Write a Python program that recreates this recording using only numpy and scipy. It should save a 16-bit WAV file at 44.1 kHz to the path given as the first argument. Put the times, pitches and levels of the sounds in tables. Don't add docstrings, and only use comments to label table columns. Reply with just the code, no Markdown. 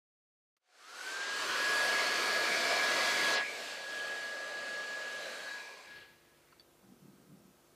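import sys
import numpy as np
from scipy import signal
from scipy.io import wavfile
from scipy.ndimage import uniform_filter1d

SR = 44100
rng = np.random.default_rng(int(sys.argv[2]) if len(sys.argv) > 2 else 0)


def master(y):
    cut = np.clip(np.atleast_2d(y).T, -1, 1)
    pcm = np.round(cut * 32767)
    wavfile.write(sys.argv[1], SR, pcm.astype(np.int16))


def invert_db(x):
    u = np.asarray(x, float) / 20
    return 10 ** u


N = 341943


def evened(x):
    return x / np.sqrt(np.mean(x ** 2) + 1e-20)


def read(points, hz):
    f, value = np.transpose(points)
    return np.interp(np.log(hz + 1), np.log(f + 1), value)


def follow(rows, t):
    s, *columns = np.transpose(rows)
    return np.array([np.interp(t, s, c) for c in columns])


def blend(place, count):
    return np.maximum(1 - abs(place[:, None] - np.arange(count)), 0)


def bump(x, centre, width):
    return np.exp(-((x - centre) / width) ** 2)


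def bumps_db(t, rows):
    return sum(db * bump(t, s, length) for s, length, db in rows)


def gate(t, start, end):
    return np.clip((t - start) * 50, 0, 1) * np.clip((end - t) * 10, 0, 1)


def grid():
    return np.fft.rfftfreq(1024, 1 / SR), np.arange(N // 256 + 5) * 256 / SR


def patches(bins, frames):
    hz, t = grid()
    field = rng.standard_normal((len(t), len(hz))).T
    return evened(uniform_filter1d(uniform_filter1d(field, bins, 0), frames, 1))


# f/Hz, level/dB
SIDE_TILT = [(100, -11), (1000, -13.5), (4000, -7), (10000, 1), (15000, 3)]


def noise(gain, side_db=0):
    a, b, c, d = rng.standard_normal(gain.shape[::-1] + (4,)).T
    tilt_db = read(SIDE_TILT, grid()[0])[:, None]
    spread_db = side_db + tilt_db + 4.6 * patches(bins=30, frames=6)
    z = np.array([a + 1j * b, (c + 1j * d) * invert_db(spread_db)])
    unit = np.std(signal.istft(z[0], nperseg=1024, noverlap=768)[1]) / np.sqrt(len(gain))
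    return signal.istft(z * gain, nperseg=1024, noverlap=768)[1][:, :N] / unit


def resonate(x, hz, width):
    turn = np.exp(2j * np.pi * hz * np.arange(len(x)) / SR)
    r = np.exp(-np.pi * width / SR)
    return 2 * (turn * signal.lfilter([1 - r], [1, -r], x / turn)).real


# f/Hz, level/dB
ROOM = [(15, -41), (25, -28), (98, -14.5), (151, -5), (203, -9.5), (347, -5.5), (419, -7), (1330, -13.5),
        (1480, -14), (1600, -17), (15300, -23)]
ROOM_DB = -69
# t/s, level/dB
ROOM_IN = [(5.5, -41), (5.7, -10), (5.95, 3), (6.2, 1.5), (7.75, 2.5)]
FRIDGE_HZ = 49.43
# order (multiple of FRIDGE_HZ), then the level/dB of each
FRIDGE_ORDERS = [1, 1.36, 2, 3, 5, 7, 9, 10, 11, 12, 14, 26, 32, 287.3]
FRIDGE = [-88, -88, -89, -84, -86, -78, -87, -84, -88, -88, -89, -87, -88, -100]


def kitchen(t):
    hz, frames = grid()
    colour = invert_db(read(ROOM, hz))
    colour = (colour / np.linalg.norm(colour))[:, None]
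    hiss = noise(invert_db(ROOM_DB + 0.88 * patches(bins=8, frames=20)) * colour)
    hum = sum(invert_db(db) * np.sin(2 * np.pi * (k * FRIDGE_HZ * t + rng.random()))
              for k, db in zip(FRIDGE_ORDERS, FRIDGE))
    hum = np.sqrt(2) * hum * [[1], [0]]
    return invert_db(follow(ROOM_IN, t)[0]) * (hiss + hum)


# t/s, length/s, counter level/dB, plate level/dB
RUB = [
    (6.88, .05, -61, -72),
    (6.94, .045, -70, -62),
    (7.07, .055, -60, -66),
    (7.2, .04, -71, -66),
    (7.33, 0.046, -59, -65),
    (7.45, .06, -70, -72),
]
# start t/s, end t/s, counter level/dB, plate level/dB
SLIDE = (7, 7.58, -71, -72)
# f/Hz, width/Hz, level/dB
COUNTER = [(150, 25, -4.5), (190, 15, 1.5)]
# f/Hz, width/Hz, level/dB
PLATE = [(248, 30, 3.5), (287, 19, 3), (336, 38, 1.5), (600, 250, -15)]


def rub(t):
    size = invert_db(2.3 * np.minimum(rng.exponential(1, N), 3))
    slips = size * (rng.random(N) < 900 / SR) * rng.choice([-1, 1], N)
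    bodies = [sum(invert_db(db) * evened(resonate(resonate(slips, hz, 2 * w), hz, w)) for hz, w, db in modes)
              for modes in (COUNTER, PLATE)]
    start, end, *glide_db = SLIDE
    force = invert_db(np.array(glide_db))[:, None] * gate(t, start, end)
    force = force + sum(invert_db(np.array(db))[:, None] * bump(t, s, length) for s, length, *db in RUB)
    return sum(f * b / np.sqrt(uniform_filter1d(b ** 2, size=3000)) for f, b in zip(force, bodies))


# t/s, level/dB, dullness 0-1
TICKS = [
    (6.522, -57, 0),
    (6.524, -54, 1),
    (6.528, -50.5, 1),
    (6.533, -64, 1),
    (6.5965, -42, 0),
    (6.6055, -47, 0),
    (6.613, -58, 0),
    (6.621, -63, 0),
]
# f/Hz, level/dB, t60/s
BRIGHT = [(4527, 0, .02), (3483, -9, .018), (1723, -16, .02), (2150, -17, .012), (2700, -17, .012),
          (5300, -16, .008)]
# f/Hz, level/dB, t60/s
DULL = [(1340, 0, .03), (1080, -5, .03), (2697, -9, .018), (3600, -14, .012), (4500, -14, .012)]
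# level/dB, t60/s
ECHO = (-17, .12)


def ticks(t):
    out = np.zeros(N)
    for s, peak_db, dull in TICKS:
        u = np.clip(t - s, 0, .2)
        modes = DULL if dull > .5 else BRIGHT
        ring = sum(invert_db(db - 60 * u / t60) * np.sin(2 * np.pi * hz * u) for hz, db, t60 in modes)
        out += invert_db(peak_db) * ring * (1 - np.exp(-u / 0.001))
    echo_db, t60 = ECHO
    tail = rng.standard_normal(SR // 2) * invert_db(-60 * np.arange(SR // 2) / SR / t60)
    return out + invert_db(echo_db) * signal.oaconvolve(out, tail / np.linalg.norm(tail))[:N]


SWITCH_S = .567
# level/dB, length/s
SWITCH = (-82, .02)


def switch(t):
    s, (db, length) = SWITCH_S, SWITCH
    burst = rng.standard_normal(N) * (t > s) * (t < s + length) * np.exp(-abs(t - s) / .008)
    return invert_db(db) * 4.0 * (resonate(burst, 1500, 1500) + 0.45 * resonate(burst, 4000, 3000))


RISE_S, RISE_LENGTH_S, RISE_DB_PER_DECADE = 0.57, 0.51, 46.5
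# t/s, level/dB
NEAR = [(1.07, -50.5), (1.28, -46.5), (1.45, -42), (1.84, -39), (2.6, -39.5), (3.1, -37.5), (3.6, -38),
        (3.84, -40.5), (3.96, -38), (4.45, -40.5), (4.7, -39.5), (5.3, -40), (5.5, -41.5), (5.75, -48),
        (6.02, -52), (6.15, -63.5), (6.51, -71.5)]


def loudness_db(t):
    rise = np.clip((t - RISE_S) / RISE_LENGTH_S, 1e-3, 1)
    return follow(NEAR, t)[0] + RISE_DB_PER_DECADE * np.log10(rise)


# t/s, pose 0-4 (starting, facing, aside, behind the ring, leaving)
TURN = [
    (1.2, 0),
    (1.5, 1),
    (3.39, 1),
    (3.46, 2),
    (5.45, 2),
    (5.62, 3),
    (5.85, 3),
    (5.95, 4),
]


def nozzle_pose(t):
    return follow(TURN, t)[0]


TOP_HZ, SPIN_S, SPIN_UP_S = 1670, .4955, .3694
BLADES = 7
WHINE_S = (.79, 6.44)
# t/s, speed/(m/s)
APPROACH = [(1.2, 0), (1.37, 1.3), (1.65, .1), (2, -.2), (3.2, .15), (3.7, -.9), (4.2, -.9), (5, .4),
            (5.55, -1.3), (6.3, .5)]
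SHAFT = [1, 5, 6, 7, 14, 21]
# starting, facing, aside, behind level/dB
SHAFT_DB = [
    (-38, -27.5, -35.5, -35),
    (-28, -24, -27, -38),
    (-32, -15, -38, -34),
    (-1, -1, -3, -7.5),
    (-25, -14, -33, -28),
    (-30, -23, -42, -42),
]
STANDING = {7: [(1.2, 0.2, 7), (1.49, .075, -10), (1.75, 0.23, 7.5), (2.35, 0.091, 4.5), (2.85, 0.058, 5.5),
            (3.34, 0.11, 5), (3.65, 0.2, -9), (4.5, 0.046, -2.5), (5.33, 0.12, -9.5), (5.55, 0.053, 4),
            (5.82, .05, -12), (5.95, .07, 6), (6.25, .12, -4), (3.5, .05, -6), (3.41, .03, 4),
            (.88, .06, 1)], 5: [(4.6, 0.83, 8.5)], 14: [(1.15, .15, 6), (2.0, 0.27, -5), (3.0, .4, 3)],
            21: [(2.3, .2, -12)]}
START_HZ = 730
# t/s, level/dB
START_HUM = [(.61, -97), (.7, -82), (.8, -78), (.95, -74), (1.2, -70), (1.45, -73)]


def fan(t):
    doppler = 1 + follow(APPROACH, t)[0] / 343
    blade_hz = TOP_HZ * np.tanh((t - SPIN_S) / SPIN_UP_S) * doppler
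    shaft = 2 * np.pi * np.cumsum(blade_hz / BLADES) / SR
    frames = grid()[1]
    pose = blend(np.minimum(nozzle_pose(frames), 3), count=4)
    level_db = loudness_db(frames) + (pose @ np.transpose(SHAFT_DB)).T
    whine = np.zeros(N)
    for k, db in zip(SHAFT, level_db):
        db = db + bumps_db(frames, STANDING.get(k, []))
        whine += np.interp(t, frames, invert_db(db)) * np.sin(k * shaft)
    flutter = evened(uniform_filter1d(uniform_filter1d(rng.standard_normal(N), size=600), size=600))
    whine = whine * invert_db(1.2 * flutter)
    fuzz = evened(resonate(rng.standard_normal(N), START_HZ, 25.0))
    hum = np.sin(2 * np.pi * START_HZ * t) + 0.49 * fuzz
    hum = invert_db(follow(START_HUM, t)[0]) * evened(hum) * gate(t, START_HUM[0][0], START_HUM[-1][0])
    return np.sqrt(2) * (whine * gate(t, *WHINE_S) + hum)


AIR_END_S = 6.68
# f/Hz, level/dB (per Hz)
STARTING = [(40, -50), (100, -36), (250, -13), (400, 0.5), (600, -1), (700, -2), (1000, -1.5), (1500, 4),
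            (2000, -2), (3000, -4), (5000, -6.5), (8000, -10.5), (11000, -18.5), (15500, -30)]
FACING = [(40, -84), (100, -24), (250, -11.5), (500, -0.5), (720, 2.5), (800, -15.5), (900, -3.5),
          (1000, -1.5), (2350, -1.5), (2550, -4.5), (5000, -9.5), (8000, -18), (11000, -25.5), (15500, -33)]
ASIDE = [(40, -57), (100, -23.5), (250, -11.5), (400, -7), (580, 2), (700, -2.5), (880, -10), (1300, -7.5),
         (1680, -5), (2000, -7.5), (4500, -8.5), (8000, -16.5), (11000, -26.5), (15500, -33.5)]
BEHIND = [(40, -40), (100, -24), (300, -8), (550, 2), (800, -3.5), (1050, 3), (1300, -11), (1650, -3.5),
          (1850, -9), (2400, -4), (2900, -12.5), (4500, -11), (8000, -18.5), (15500, -31)]
LEAVING = [(40, -30), (100, -10), (250, -12), (450, 0), (650, -6), (1300, -5), (1680, 2.5), (2000, 1),
           (4500, -5), (5500, -12), (8000, -20), (15500, -32)]
# f/Hz, width/Hz, level/dB
BARREL = [(3900, 120, 2), (4490, 310, 4), (5185, 85, 3), (6220, 120, 3), (7500, 670, 1), (2950, 60, 2)]
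# t/s, f/Hz, level/dB
RIM = [(1.3, 2070, 4), (1.45, 2120, -5), (1.9, 2180, -1.5), (2.3, 2300, 1.5), (2.8, 2240, 3),
       (3.15, 2250, 7), (3.42, 2140, 1), (3.53, 2260, 5), (3.7, 2190, -4)]
# low f/Hz, high f/Hz
AIR_BANDS = [(150, 850), (1750, 3200), (3450, 7000), (7500, 15000)]
# roar, body, hiss, fizz level/dB
BALANCE_DB = [
    (-4, 0, 1, -7),
    (-1.5, 0, -1.5, -11.5),
    (-1.5, 0, -1.5, -11),
    (-4.5, 0, 0, -11.5),
    (-3, 1, -1, -14),
]
# t/s, length/s, f/Hz, width/Hz, level/dB
SWEEPS = [(1.51, 0.077, 1480, 105, 10.5), (1.47, 0.15, 100, 45, 11), (2.0, 0.049, 2150, 210, 7.5),
          (2.18, 0.18, 4420, 150, 5), (2.4, .06, 4600, 150, 5), (2.8, 0.06, 2260, 130, 6),
          (3.305, 0.079, 3940, 220, 4), (3.54, 0.06, 2260, 130, 6), (4.0, 0.092, 3140, 170, 5),
          (5.3, 0.092, 4000, 250, 6), (5.45, 0.22, 1560, 85, 9), (8, 0.13, 2100, 300, 1.5),
          (2.25, 0.07, 2300, 120, 5), (2.53, 0.06, 2250, 150, 6), (3.21, .05, 2000, 130, 6),
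          (5.75, .12, 2350, 120, 3), (5.99, 0.05, 3500, 800, 4), (1.43, 0.26, 687, 71, -7.5),
          (6.52, .08, 2100, 680, 6.5), (3.04, 0.18, 2010, 46, 9), (3.7, 0.087, 5300, 4200, 3),
          (2.68, 0.18, 4500, 1500, 2.5), (2.73, 0.16, 680, 190, 2)]
# t/s, length/s, level/dB
BEAM = [
    (1.05, .06, 2.5),
    (1.25, 0.1, -7),
    (1.798, .15, 2.5),
    (3.62, .12, 3),
    (4.65, 0.37, -2.5),
    (5.3, 0.11, 2.5),
    (6.05, .08, -5),
]
BEAM_HZ, BEAM_WIDTH_HZ = 12600, 4300
# f/Hz, t/s
SHADOW = [(200, 3.385), (1000, 3.425), (1750, 3.43), (2250, 3.52), (2800, 3.41), (5000, 3.39), (9000, 3.35),
          (15000, 3.345)]
# f/Hz, level/dB
SHADOW_DB = [(300, -9.5), (2200, -10), (5000, -11.5), (11000, -10)]
SHADOW_S, EDGE_S, EDGE_SIDE_DB = .035, .035, 22


def air():
    hz, t = grid()
    bins = hz[:, None]
    colours = np.array([read(c, hz) for c in (STARTING, FACING, ASIDE, BEHIND, LEAVING)])
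    pose = blend(nozzle_pose(t), len(colours))
    barrel_db = sum(db * bump(hz, f, w) for f, w, db in BARREL)
    shape_db = (pose @ colours + barrel_db).T
    rim_hz, rim_db = follow(RIM, t)
    shape_db = shape_db + rim_db * gate(t, RIM[0][0], RIM[-1][0]) * bump(bins, rim_hz, 150.)

    sums = [np.sum(invert_db(2 * shape_db[(hz > lo) & (hz < hi)]), 0) for lo, hi in AIR_BANDS]
    lift_db = loudness_db(t) + (pose @ BALANCE_DB).T - 10 * np.log10(sums)
    centres = [np.log(lo * hi) / 2 for lo, hi in AIR_BANDS]
    place = np.interp(np.log(hz + 1), centres, range(len(AIR_BANDS)))
    shape_db = shape_db + blend(place, len(AIR_BANDS)) @ lift_db

    s, length, f, w, db = np.transpose(SWEEPS)
    shape_db = shape_db + (db * bump(bins, f, w)) @ bump(t[:, None], s, length).T
    shape_db = shape_db + bump(bins, BEAM_HZ, BEAM_WIDTH_HZ) * bumps_db(t, BEAM)
    since = t - read(SHADOW, hz)[:, None]
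    shape_db = shape_db + read(SHADOW_DB, hz)[:, None] * np.clip(since / SHADOW_S + .5, 0, 1)

    texture_db = 0.94 * patches(bins=2, frames=150) + 1.04 * patches(bins=8, frames=24)
    texture_db = texture_db + 0.26 * patches(bins=200, frames=6)
    gain = invert_db(shape_db + texture_db) * gate(t, RISE_S, AIR_END_S)
    edge_side_db = (EDGE_SIDE_DB - read(SIDE_TILT, hz)[:, None]) * bump(since, 0, EDGE_S)
    return noise(gain, edge_side_db)


# t/s, side level/dB
WIDTH = [(.5, -37), (5.4, -35), (5.85, -22), (6.4, -13), (7.75, -16)]
# t/s, share (0-1)
LEAN = [(5.42, 0), (5.5, 0.27), (5.6, 0.048), (5.66, 0), (5.85, 0), (5.9, .3), (6.1, 0.16), (6.4, 0)]


def scene():
    t = np.arange(N) / SR
    mid, side = kitchen(t) + air()
    mid = mid + rub(t) + ticks(t) + switch(t) + fan(t)
    side = side * invert_db(follow(WIDTH, t)[0]) + resonate(mid, TOP_HZ, 150.) * follow(LEAN, t)[0]
    return np.array([mid + side, mid - side])


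def roll_off(x):
    return signal.sosfilt(signal.butter(12, 15430, fs=SR, output="sos"), x)


MIC_HZ, EDGE_HZ = 43, 15440


def record(dry):
    cut = signal.sosfilt(signal.butter(2, MIC_HZ, "high", fs=SR, output="sos"), dry)
    lowpass = signal.firwin(801, EDGE_HZ, window=("kaiser", 8), fs=SR)
    limited = signal.oaconvolve(cut, lowpass[None], "same")
    return roll_off(limited)


dry = scene()
out = record(dry)
master(out)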